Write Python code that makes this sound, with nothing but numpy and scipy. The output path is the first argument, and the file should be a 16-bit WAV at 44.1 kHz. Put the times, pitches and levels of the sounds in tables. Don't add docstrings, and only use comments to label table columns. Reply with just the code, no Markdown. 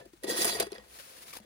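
import sys
import numpy as np
from scipy import signal
from scipy.fft import rfft, irfft, next_fast_len
from scipy.io import wavfile
from scipy.ndimage import uniform_filter1d, map_coordinates

SR = 44100
rng = np.random.default_rng(int(sys.argv[2]) if len(sys.argv) > 2 else 0)


def elevation(decibels):
    levels = np.asarray(decibels, float)
    return 10 ** (levels / 20)


def digitize_waveform(pressure):
    field = np.atleast_2d(pressure).T
    bounded = np.clip(field, -1, 1)
    quanta = np.round(bounded * 32767).astype(np.int16)
    wavfile.write(sys.argv[1], SR, quanta)


N = 63945


def unit(x):
    return x / np.sqrt(np.mean(x ** 2) + 1e-20)


def along(points, hz):
    f, v = np.transpose(points)
    return np.interp(np.log(hz + 1), np.log(f + 1), v)


def curve(rows):
    s, *cols = np.transpose(rows)
    return [np.interp(np.arange(N) / SR, s, c, left=-120) for c in cols]


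def wobble(rate):
    return map_coordinates(rng.standard_normal(3000), [np.arange(N) * rate / SR])


def filtered(x, response):
    m = next_fast_len(N + SR // 2)
    return irfft(rfft(x, m) * response(np.fft.rfftfreq(m, 1 / SR)), m)[..., :N]


def resonances(modes, f):
    total = 0
    for k, (hz, width, db) in enumerate(modes):
        total = total + (-1) ** k * elevation(db) * 1j * f * width / (hz * hz - f * f + 1j * f * width)
    return total


def grit(grain_db, slow_db):
    swell = elevation(grain_db * wobble(900) + slow_db * wobble(44.73))
    return unit(swell * rng.standard_normal((2, N)))


def since(s):
    return np.maximum(np.arange(N) / SR - s, 0)


def thud(rows, t60, rise_s):
    total = 0
    for s, db, hz in rows:
        t = since(s)
        total = total + elevation(db - 60 * t / t60) * (1 - np.exp(-t / rise_s)) * np.sin(2 * np.pi * hz * t)
    return total


def patchy(x, depth_db):
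    z = signal.stft(x, nperseg=256)[2]
    field = rng.standard_normal(z.shape[1:])
    field = uniform_filter1d(uniform_filter1d(field, size=4, axis=0), size=9, axis=1)
    return signal.istft(z * elevation(depth_db * unit(field)), nperseg=256)[1][:, :N]


def lid():
    # t/s, level/dB, brightness/dB
    twist = [(.226, -62, 2), (.262, -54.5, -12), (.295, -38.5, 10.5), (.33, -40.5, 1.5), (.36, -37.5, -1.5),
             (.375, -34, 5.5), (.425, -30.5, 7.5), (.44, -35, 4), (.47, -35, 1.5), (.50, -38, 4.5),
             (.56, -39, 3.5), (.585, -43, -9), (.64, -48, -6.5), (.70, -60.5, -11), (.76, -55.5, -16.5),
             (.87, -70.5, -8)]
    press_db, bright_db = curve(twist)
    bright_db = np.maximum(bright_db, -20)
    before = elevation(-48.5 - 60 * since(0) / 0.18)
    snags, tilt = catches()
    tinny = tin_lid(press_db, bright_db, before, snags, tilt)
    return tinny + hollow_jar(elevation(press_db) + before, snags.sum(0)) + knocks() + taps_and_pings()


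def catches():
    # t/s, peak/dB, length/s, brightness/dB
    catch_rows = [(0.053, -50, 0.0086, 3), (0.13, -54.5, 0.012, -2), (0.392, -36, 0.0034, -3),
                  (.408, -25, 0.0024, -3), (.413, -28, 0.0018, 3), (0.43, -42, 0.0027, 1),
                  (0.471, -27, 0.0036, 0), (0.495, -23, 0.0032, -14), (0.2346, -28.5, 0.0046, 7),
                  (0.2412, -29, 0.0079, -1), (0.269, -39, 0.012, -4), (0.277, -36, 0.022, 2),
                  (0.3026, -27, 0.0041, -7), (0.4437, -21, 0.0079, 13), (0.4511, -19, 0.0055, 19),
                  (0.5984, -15, 0.0065, 8.5), (0.605, -34, 0.015, -18), (.624, -23.5, 0.0059, -2),
                  (0.666, -38, 0.0049, -5), (0.7185, -31, 0.0024, 4), (0.729, -36, 0.0019, -25.5),
                  (0.744, -40, 0.0029, 3), (0.7483, -45.5, 0.0078, -10), (0.7808, -43, 0.0039, -13)]
    rise_s = 0.0012
    bursts = []
    for s, db, hold_s, _ in catch_rows:
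        t = since(s)
        bursts.append(elevation(db - 7.5) * (1 - np.exp(-t / rise_s)) * np.exp(-(t / hold_s) ** 2))
    return np.array(bursts), elevation(np.array(catch_rows)[:, 3] / 2)


def tin_lid(press_db, bright_db, before, snags, tilt):
    # f/Hz, width/Hz, level/dB
    lid_modes = [(1909, 30, 19), (2585, 40, -1), (3420, 70, 4), (4080, 110, 2), (4670, 55, 7),
                 (6300, 80, 0), (4910, 60, 2), (9200, 200, 3), (10340, 230, -3), (11100, 150, -8)]
    dull = elevation(press_db - bright_db / 2) + before
    sharp = elevation(press_db + bright_db / 2) + 0.26 * before
    grains = unit(patchy(grit(grain_db=1.5, slow_db=1.7), depth_db=2.5))
    scrape = tin(dull, sharp, 3200, grains)
    catch = tin((1 / tilt) @ snags, tilt @ snags, 7000, grit(grain_db=2.0, slow_db=-1.1))

    low_scrape = elevation(press_db - 0.79 * bright_db / 2) * grit(grain_db=2.5, slow_db=-1.0)
    ring = filtered(low_scrape + 0.5 * catch, lambda f: resonances(lid_modes[:1], f))
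    for mode in lid_modes[1:]:
        wander = elevation(1.5 * wobble(20.5))
        ring = ring + filtered(scrape * wander + 0.92 * catch, lambda f: resonances([mode], f))
    return 0.91 * (1.006 * (scrape + catch) + ring)


def tin(dull, sharp, split_hz, grains):
    # f/Hz, level/dB
    tin_colour = [(300, -6), (800, 10), (2000, 4), (5000, 4.5), (8000, -0.5), (12000, 5.5), (14500, -4.5),
                  (16000, -13)]
    colour = lambda f: elevation(along(tin_colour, f))
    high = lambda f: 1 / (1 + (split_hz / (f + 1)) ** 4)
    low_part = filtered(dull * grains, lambda f: colour(f) * (1 - high(f)))
    return low_part + filtered(sharp * grains, lambda f: colour(f) * high(f))


def hollow_jar(pressure, snag):
    # f/Hz,
    # width/Hz, level/dB
    jar_modes = [(129.6, 10.5, -10), (211.2, 18, -4), (334, 40.6, -3.5), (408, 33, -3.5), (498.3, 21, 3),
                 (672.4, 33.7, -0.5)]
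    follows = 0.62
    shake = elevation(-36.5) * ((pressure + 3.7 * snag) / elevation(-33)) ** follows
    shake = shake * (pressure > elevation(-78))
    return 6.16 * filtered(shake * grit(grain_db=5.0, slow_db=1.5), lambda f: resonances(jar_modes, f))


def knocks():
    # t/s, peak/dB, f/Hz
    knock_rows = [(0.002, -46, 582), (0.024, -43.5, 392), (0.059, -37, 353), (0.134, -39.5, 340),
                  (0.229, -37, 490), (0.242, -24.5, 370), (0.265, -32.5, 435), (0.282, -23.5, 370),
                  (0.297, -19.5, 480), (0.319, -24, 334), (0.358, -30, 365), (0.388, -21.5, 354),
                  (0.404, -46, 405), (0.45, -22.5, 414), (0.468, -25, 360), (0.552, -26.5, 460),
                  (0.587, -29, 477), (0.598, -21.5, 391), (0.624, -25.5, 495), (0.661, -41, 392),
                  (0.667, -29.5, 405), (0.721, -25.5, 387), (0.782, -39, 496)]
    # t/s, peak/dB, f/Hz
    rim_rows = [(.058, -50, 560), (.246, -44, 504), (.31, -32, 520), (.345, -24.5, 492), (.362, -34.5, 500),
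                (.395, -32, 490), (.425, -45, 510), (.535, -36, 507), (.612, -42, 490), (.75, -39, 503),
                (.328, -34.5, 536), (.407, -51, 700), (.45, -27, 688), (.468, -26.5, 640),
                (.49, -28.5, 706), (.51, -32, 687), (.527, -30, 636), (.564, -29, 690), (.601, -23.5, 660)]
    rise_s = 0.0037
    return elevation(2.5) * thud(knock_rows, 0.038, rise_s) + thud(rim_rows, 0.043, rise_s)


def taps_and_pings():
    # t/s, peak/dB, f/Hz, t60/s
    ping_rows = [(.012, -52.5, 1753, 0.15), (0.235, -40, 1913, 0.12), (.236, -51, 3510, 0.046),
                 (.267, -44, 3470, .06), (0.279, -37.5, 1917, 0.079), (.2823, -40.5, 3520, .04),
                 (.297, -29, 1902, 0.12), (.302, -37.5, 3344, 0.15), (0.31, -40.5, 1576, 0.16),
                 (.342, -36.5, 1920, 0.056), (.375, -39.5, 1892, .12), (0.399, -38, 4000, .06),
                 (.403, -36.5, 1930, 0.13), (0.4559, -40, 1887, 0.18), (.518, -36.5, 4680, 0.2),
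                 (.5246, -36.5, 1905, 0.087), (.549, -40, 4730, 0.17), (.555, -38, 1885, 0.054),
                 (0.5986, -29.5, 4620, 0.058), (.5996, -30.5, 9250, 0.029), (0.602, -30.5, 2574, 0.045),
                 (.6255, -32, 4840, 0.068), (.6255, -34, 10400, 0.02), (.668, -50, 9500, .02),
                 (0.7198, -35.5, 4250, 0.015), (0.7204, -38, 5540, 0.013), (.7193, -42.5, 10700, 0.025),
                 (0.7311, -38, 4820, .015), (.746, -46, 11070, 0.034), (.752, -43.5, 4680, 0.033),
                 (.754, -43.5, 1924, 0.04), (.781, -43, 3300, 0.021), (.782, -43, 4960, 0.018)]
    # t/s, peak/dB, f/Hz, t60/s
    tap_rows = [(0.549, -50, 61, 0.35), (0.55, -54, 130, 0.62), (1.3, -59.5, 157, 0.12),
                (1.402, -47.5, 213, 0.098), (1.4, -60.5, 118, .2), (0.0027, -54, 133, 0.13),
                (1.6, -64, 160, 0.027)]
    return sum(thud([row[:3]], row[3], 0.27 / row[2] + 0.001) for row in tap_rows + ping_rows)


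def sleeve():
    # t/s, level/dB
    movement = [(.8, -80), (.87, -68), (.95, -60), (1.03, -58), (1.14, -61.5), (1.27, -56.5),
                (1.385, -59.5), (1.415, -92), (1.45, -95)]
    # t/s, peak/dB, f/Hz, t60/s
    crackles = [(0.987, -44.5, 1790, 0.059), (.997, -44.5, 546, 0.092), (1.166, -53, 1670, 0.046),
                (1.176, -60, 473, 0.033), (1.258, -50, 3500, 0.027), (1.281, -56, 2100, 0.033),
                (1.304, -48, 2200, 0.054), (1.329, -35, 2330, 0.034), (1.334, -34.5, 1165, 0.038),
                (1.352, -39, 1020, 0.042), (1.362, -51.5, 4600, 0.014), (1.366, -32.5, 850, 0.018),
                (1.369, -32.5, 490, 0.021), (1.384, -42.5, 935, 0.043), (1.4, -38, 600, 0.024)]
    # f/Hz, level/dB
    cloth_colour = [(100, -4), (500, -0.5), (1500, 2), (5000, 1.5), (8000, -1.5), (12500, 5.5),
                    (14500, -3.5), (16000, -7)]
    snaps, tones = 0, 0
    for s, db, hz, t60 in crackles:
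        t = since(s)
        snaps = snaps + elevation(db - 6.0 - 60 * t / t60) * (1 - np.exp(-t / 0.0016))
        tones = tones + thud([(s, db, hz)], 0.6 * t60, 0.0015)
    hiss = unit(filtered(grit(grain_db=-0.5, slow_db=1.73), lambda f: elevation(along(cloth_colour, f))))
    return (2.2 * elevation(curve(movement)[0]) + snaps) * hiss + elevation(-2.0) * tones + open_jar()


def open_jar():
    # f/Hz, width/Hz, start/s, end/s, level/dB
    lifted = (520, 20, 1.04, 1.16, -62)
    hz, width, start, end, db = lifted
    hum = unit(filtered(grit(grain_db=0, slow_db=1), lambda f: resonances([(hz, width, 0)], f)))
    gate = np.clip(since(start) / 0.09, 0, 1) * np.clip(1 - since(end) / 0.04, 0, 1)
    return elevation(db) * gate * hum


def air():
    # f/Hz, level/dB
    air_colour = [(30, -48), (44, -11), (57, 3), (70, -13.5), (300, -21.5), (1000, -25.5), (3000, -27),
                  (10000, -30), (16000, -32)]
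    noise = grit(grain_db=1.5, slow_db=-1.7)
    return elevation(-64) * unit(filtered(noise, lambda f: elevation(along(air_colour, f))))


def room(x):
    t = np.arange(SR // 3) / SR
    t60 = 0.045
    tail = rng.standard_normal((2, len(t))) * elevation(-60 * t / t60) * (t > 0.004)
    return signal.fftconvolve(x, tail / np.linalg.norm(tail[0]), axes=1)[:, :N]


def ports(x, side, low_turn):
    # f/Hz, likeness [0..1]
    likeness = [(50, 0.86), (400, 1), (800, 0.49), (2500, 0.44), (6000, 0.18), (8800, 0.16), (10200, 0.49)]
    # f/Hz, likeness [0..1]
    likeness_top = [(11300, .98), (11750, 1), (12700, 1), (13800, .75), (14700, 1)]
    # f/Hz, right leads/rad
    top_turn = [(9000, .5), (10200, 1.05), (11950, np.pi), (12400, np.pi), (14800, 2 * np.pi)]
    alike = lambda f: np.clip(along(likeness + likeness_top, f), 0, 1)

    def turn(f):
        top = np.interp(f, *np.transpose(top_turn))
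        return np.exp(1j * np.where(f < top_turn[0][0], low_turn(f), top))

    def balance(f):
        return elevation(along(side, f) * (f < likeness_top[0][0]) * np.array([[0.5], [-0.5]]))

    shared = filtered(x[0], lambda f: alike(f) * turn(f))
    right = shared + filtered(x[1], lambda f: np.sqrt(1 - alike(f) ** 2))
    return filtered(np.array([x[0], right]), balance)


def scene():
    # f/Hz, left over right/dB
    lid_side = [(100, 2.5), (600, 5.5), (1300, 1), (2400, -5), (4400, 1.5), (9000, -3.5), (11000, -3.5)]
    # f/Hz, right leads/rad
    lid_turn = [(300, -.3), (680, -2.1), (1900, -1.8), (2600, -3.2), (3700, -6.2), (4900, -3.6),
                (9000, -5.5)]
    # f/Hz, left over right/dB
    cloth_side = [(100, -7.5), (1000, 8), (5000, 8.5), (7500, -0.5), (9500, -2), (11000, -5)]
    # f/Hz, left over right/dB
    air_side = [(100, 4), (2000, 9.5), (9000, 0.5), (11000, 0)]
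    cloth_lag_s, air_lag_s = 0.000439, 0.00049
    jar, cloth = lid(), sleeve()
    jar = jar + elevation(-10) * room(jar)
    return (ports(jar, lid_side, lambda f: along([(0.0039, 0.011)] + lid_turn, f))
            + ports(cloth, cloth_side, lambda f: -2 * np.pi * f * cloth_lag_s)
            + ports(air(), air_side, lambda f: -2 * np.pi * f * air_lag_s))


def top_cut(x):
    return signal.sosfilt(signal.butter(12, 15920, fs=SR, output="sos"), x)


def record(dry):
    mix = filtered(dry, lambda f: (f < 15900) / (1 + (42 / (f + 1)) ** 6))
    return top_cut(mix)


dry = scene()
out = record(dry)
digitize_waveform(out)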